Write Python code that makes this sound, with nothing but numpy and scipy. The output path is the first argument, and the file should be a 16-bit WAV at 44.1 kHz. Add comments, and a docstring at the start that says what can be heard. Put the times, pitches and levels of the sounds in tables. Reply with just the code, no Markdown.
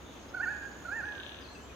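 """Birds at the edge of bushland

A bird whistles two swooping calls, nearly pure tones that scatter back from the trees.
Farther off, a second bird rattles off dry clicks, each a set of damped resonances, small birds
chirp in short glides, and insects sound one pulse of tone per wing stroke.
Beneath them lie a distant drone and rumble and a faint hiss of leaves."""
import sys
import numpy as np
from scipy import signal
from scipy.fft import rfft, irfft
from scipy.io import wavfile
from scipy.ndimage import uniform_filter1d

SR = 44100
rng = np.random.default_rng(int(sys.argv[2]) if len(sys.argv) > 2 else 0)


def int16_out(signal):
    """Quantize to a 16-bit WAV file."""
    q = np.round(np.clip(np.atleast_2d(signal).T, -1, 1) * 32767)
    wavfile.write(sys.argv[1], SR, q.astype(np.int16))


N = 77175
TIME = np.arange(N) / SR

# contours of the two whistled calls: t/s, f/Hz, level/dB
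FIRST_CALL = [(.339, 1393, -47), (.349, 1481, -30), (.363, 1547, -50), (.371, 1510, -33), (.385, 1397, -39),
              (.393, 1408, -45), (.402, 1426, -32), (.411, 1540, -30), (.422, 1722, -41.5),
              (.436, 1841, -30.5), (.446, 1774, -33.5), (.456, 1582, -40), (.466, 1375, -36.5),
              (.475, 1459, -32), (.486, 1532, -29.5), (.497, 1650, -39), (.513, 1733, -36),
              (.54, 1650, -42), (.595, 1654, -47.5), (.635, 1605, -42), (.665, 1647, -45),
              (.685, 1606, -55)]
SECOND_CALL = [(0.849, 1408, -42), (.857, 1462, -38), (.866, 1486, -39.5), (.878, 1323, -49),
               (0.887, 1368, -35.5), (.901, 1426, -38), (.911, 1520, -42), (.922, 1621, -34.5),
               (.935, 1689, -34), (0.949, 1784, -41), (0.968, 1854, -36), (.99, 1767, -38.5),
               (1.008, 1644, -33.5), (1.023, 1355, -50), (1.036, 1496, -35), (1.058, 1691, -42),
               (1.09, 1692, -39), (1.15, 1636, -47.5), (1.187, 1583, -45.5), (1.209, 1516, -49),
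               (1.228, 1589, -59), (1.25, 1678, -48), (1.259, 1707, -75)]
# partials of the voice, the second being the whistled pitch: harmonic number, level/dB
VOICE_HARMONICS = [(1, -21), (2, -1.5), (3, -24.5), (6, -35)]
# frequency response of the throat: f/Hz, gain/dB
THROAT_RESPONSE = [(700, 1), (900, 2.5), (1400, -0.5), (1900, 1.5), (2200, -4.5), (2480, 2), (2750, -0.5),
                   (3500, 13), (4300, 6), (4900, 3.5), (5500, -20)]
# reflections from the nearest trees: delay/s, left gain/dB, right gain/dB
TREE_ECHOES = [(.037, -17.5, -15), (.056, -13.5, -12.5), (0.089, -28, -25), (0.126, -31, -34)]
# impulses of the rattle: t/s, level/dB
CLICKS = [(1.055, -39), (1.0875, -38), (1.122, -35), (1.152, -34), (1.180, -33.5), (1.1996, -30.5),
          (1.2041, -31.5), (1.2292, -37), (1.2339, -29), (1.2643, -28.5), (1.2934, -29.5), (1.3194, -33),
          (1.3452, -31.5), (1.368, -36), (1.3883, -34), (1.424, -37)]
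# resonances of a click: f/Hz, gain/dB, T60/s
CLICK_MODES = [(2820, 0.5, 0.0033), (3285, 3.5, .003), (3780, -2.5, 0.0047)]
# small birds: t/s, duration/s, start f/Hz, end f/Hz, level/dB, left over right/dB, roughness (share of f)
CHIRPS = [(0.03, 0.21, 3600, 3550, -62.5, -3, .05), (0.284, .03, 4770, 5500, -64, -6, .06),
          (.71, .035, 4550, 5360, -66, -4, .1), (1.406, 0.048, 5090, 4550, -64.5, 12, 0.0264),
          (1.438, 0.038, 4407, 3950, -60, 9.5, .025), (1.461, 0.025, 4680, 4240, -62, 14, 0.017),
          (1.482, 0.026, 4006, 4280, -57, 9, 0.023), (1.503, 0.044, 4310, 4035, -59.5, 10.5, 0.022),
          (1.545, 0.0294, 4890, 4820, -64.5, 10, 0.031), (1.452, .022, 2680, 2400, -58, 7, 0.0083),
          (1.55, .032, 2746, 2490, -56.5, 11.5, 0.0089), (1.588, 0.14, 3000, 3104, -64.5, 1, 0.0085),
          (1.689, 0.04, 2520, 2390, -63, 14, 0.0041), (1.508, 0.11, 7790, 7970, -73, 12, .03),
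          (1.613, 0.087, 7330, 7220, -67.5, 12.5, .01)]
# contours of the two insect songs: t/s, f/Hz, level/dB
NEAR_INSECT = [(0, 6880, -71.5), (.36, 6730, -73), (.48, 6800, -63), (.58, 6920, -62.5), (.77, 6874, -64),
               (1.01, 6955, -63.5), (1.035, 6950, -90)]
FAR_INSECT = [(0, 6500, -70), (.6, 6440, -71), (1.1, 6296, -71), (1.75, 6200, -71)]
# tones of the distant drone: f/Hz, level/dB
DRONE_TONES = [(64.6, -59), (92, -67.5)]
# spectral density of the rumble and leaf hiss: f/Hz, relative level/dB
AIR_SPECTRUM = [(20, -32), (35, -9.5), (55, -4.5), (80, -3.5), (110, -2), (170, -5), (280, 0), (450, -4),
                (800, -8), (1200, -9.5), (2000, -16), (3300, -17.5), (5200, -26.5), (6300, -22),
                (8200, -33.5), (11000, -34.5), (15500, -37)]
# likeness of that noise at the two ears: f/Hz, correlation
AIR_CORRELATION = [(50, 0.91), (150, 0.76), (400, 0.69), (900, 0.49), (2500, 0.1), (6000, 0.067),
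                   (13000, 0.043)]


def whistler():
    """Source and filter: the throat weights the harmonics of a whistle, which the trees then reflect."""
    voice = 0
    for call in (FIRST_CALL, SECOND_CALL):
        hz, gain = contour(call)
        fundamental = hz / 2 * (1 + .003 * drift(90))
        flutter = from_db(.5 * drift(95))
        partials = sum(from_db(db + at_hz(THROAT_RESPONSE, k * fundamental)) * tone(k * fundamental)
                       for k, db in VOICE_HARMONICS)
        voice = voice + gain * flutter * partials
    direct = left_late(voice, lag_s=.00005)
    scattered = from_db(-7.5) * bush(voice, t60=1.0)
    trees = sum(from_db([[left], [right]]) * delay(voice, s) for s, left, right in TREE_ECHOES)
    far_side = from_db(-21.5) * bush(delay(voice, lag_s=.32), t60=2.0)  # from across the clearing
    return pan(db=-5.5) * (direct + scattered) + trees + far_side


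def rattling_bird():
    """Impulse response: each click, heard on the left, excites three heavily damped resonances."""
    s, db = np.transpose(CLICKS)
    clicks = 0
    for k, (hz, mode_db, t60) in enumerate(CLICK_MODES):
        impulses = np.zeros(N)
        impulses[(s * SR).astype(int)] = from_db(db + mode_db)
        radius = np.exp(-np.log(1000) / (t60 * SR))
        angle = 2 * np.pi * hz / SR
        feedback = [1, -2 * radius * np.cos(angle), radius ** 2]
        ringing = signal.lfilter([0, np.sin(angle)], feedback, impulses + 1e-18)
        clicks = clicks + (-1) ** k * ringing
    clicks = signal.sosfilt(signal.butter(2, [2300, 4400], "band", fs=SR, output="sos"), clicks)
    clicks = clicks + from_db(-11.5) * delay(clicks, lag_s=.0032)  # reflection from a nearby branch
    direct = pan(db=9.5) * left_late(clicks, lag_s=-.000095)
    return direct + pan(db=5.5) * from_db(-.5) * bush(clicks, t60=.33)


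def small_birds():
    """Frequency modulation: fast random changes of pitch turn short, clear glides raspy."""
    chirps = 0
    for start, length, from_hz, to_hz, db, pan_db, roughness in CHIRPS:
        age = np.clip((TIME - start) / length, 0, 1)
        glide_hz = from_hz + (to_hz - from_hz) * age
        waver = 1 + .007 * drift(40.3) + roughness * drift(418)
        swell = np.sin(np.pi / 2 * np.interp(age, [0, .2, 1], [0, 1, 0]))  # quick rise, slower fade
        chirps = chirps + pan(pan_db) * from_db(db) * swell * tone(glide_hz * waver)
    return chirps + from_db(-4) * bush(chirps.mean(axis=0), t60=.38)


def insect(rows, strokes_per_s, first_s, sag_hz, echo_db):
    """Amplitude modulation: each wing stroke is a pulse of tone that holds, then drops in pitch."""
    hz, gain = contour(rows)
    stroke = ((TIME - first_s) * strokes_per_s) % 1
    hz = (hz - sag_hz * stroke ** 5.5) * (1 + .00825 * drift(257))
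    pulses = rms_one(np.abs(np.sin(np.pi * stroke)) ** 1.14)
    song = gain * pulses * (tone(hz) + from_db(-18) * tone(2 * hz))
    return song + from_db(echo_db) * bush(song, t60=.2)


def drone(swell_db=2.5, wander_hz=3):
    """Slow random modulation: two low, distant tones waver in level and pitch."""
    return sum(from_db(db + swell_db * drift(7)) * tone(hz + wander_hz * drift(7.7))
               for hz, db in DRONE_TONES)


def air(level_db=-49, flicker_db=1.0):
    """Partial coherence: far rumble is alike at both ears, while leaf hiss differs and sounds wide."""
    hz = np.maximum(np.arange(N // 2 + 1) * SR / N, 1)
    alike = np.clip(at_hz(AIR_CORRELATION, hz), 0, 1)
    mid, side = rfft(rng.standard_normal((2, N))) * from_db(at_hz(AIR_SPECTRUM, hz))
    spectra = np.sqrt(1 + alike) * mid + np.sqrt(1 - alike) * side * [[1], [-1]]
    octave = np.floor(np.log2(hz))
    bands = sum(irfft(spectra * (octave == k), N) * from_db(flicker_db * drift(11.5))
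                for k in np.unique(octave[hz > 16]))
    return from_db(level_db) * rms_one(bands)


def bush(x, t60, build_s=.03):
    """Diffuse scattering: trunks and foliage return countless faint echoes, different at each ear."""
    envelope = from_db(-60 * TIME / t60) * (1 - np.exp(-TIME / build_s))
    echoes = rng.standard_normal((2, N)) * envelope
    echoes /= np.sqrt(np.sum(echoes ** 2, axis=1, keepdims=True))
    return signal.fftconvolve(x[None], echoes, axes=1)[:, :N]


def contour(rows):
    """Interpolation: smooth pitch and gain through rows of t, f and level, silent outside them."""
    s, hz, db = np.transpose(rows)
    gain = from_db(np.interp(TIME, s, db)) * (TIME >= s[0]) * (TIME <= s[-1])
    return uniform_filter1d(np.interp(TIME, s, hz), size=260), uniform_filter1d(gain, size=130)


def tone(hz):
    """Phase is the integral of frequency: a sine of rms 1 follows a pitch curve."""
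    return np.sqrt(2) * np.sin(2 * np.pi * np.cumsum(hz) / SR + rng.uniform(0, 2 * np.pi))


def drift(corner_hz):
    """Low-pass filtered noise: random motion of rms 1."""
    step, settle = 40, 2000
    pole = np.exp(-2 * np.pi * corner_hz * step / SR)
    noise = rng.standard_normal(N // step + settle + 2)
    slow = signal.lfilter([1], [1, -2 * pole, pole ** 2], noise)[settle:]
    return np.interp(np.arange(N) / step, np.arange(len(slow)), rms_one(slow))


def delay(x, lag_s):
    """Travel time shifts a signal."""
    return np.interp(TIME - lag_s, TIME, x, left=0)


def left_late(x, lag_s):
    """Interaural time difference: a positive lag reaches the left ear later."""
    return np.array([delay(x, lag_s), x])


def pan(db):
    """Interaural level difference: a pair of gains, left over right."""
    return from_db(np.array([[db], [-db]]) / 2)


def at_hz(points, hz):
    """Interpolation on a log-frequency axis."""
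    f, value = np.transpose(points)
    return np.interp(np.log(hz), np.log(f), value)


def from_db(db):
    """Level to amplitude ratio."""
    return 10 ** (np.asarray(db) / 20)


def rms_one(x):
    """Normalisation to unit rms."""
    return x / np.sqrt(np.mean(x ** 2) + 1e-20)


def scene():
    """Superposition: birds, insects and background add at each ear."""
    insects = (insect(NEAR_INSECT, strokes_per_s=54.2, first_s=.021, sag_hz=1000, echo_db=-13)
               + insect(FAR_INSECT, strokes_per_s=49.3, first_s=.005, sag_hz=1020, echo_db=-1.5))
    return whistler() + rattling_bird() + small_birds() + insects + drone() + air()


def record(dry):
    """Band limiting: a steep low-pass filter cuts the treble above 15.8 kHz."""
    return signal.sosfilt(signal.ellip(12, .1, 80, 15800, fs=SR, output="sos"), dry)


dry = scene()
out = record(dry)
int16_out(out)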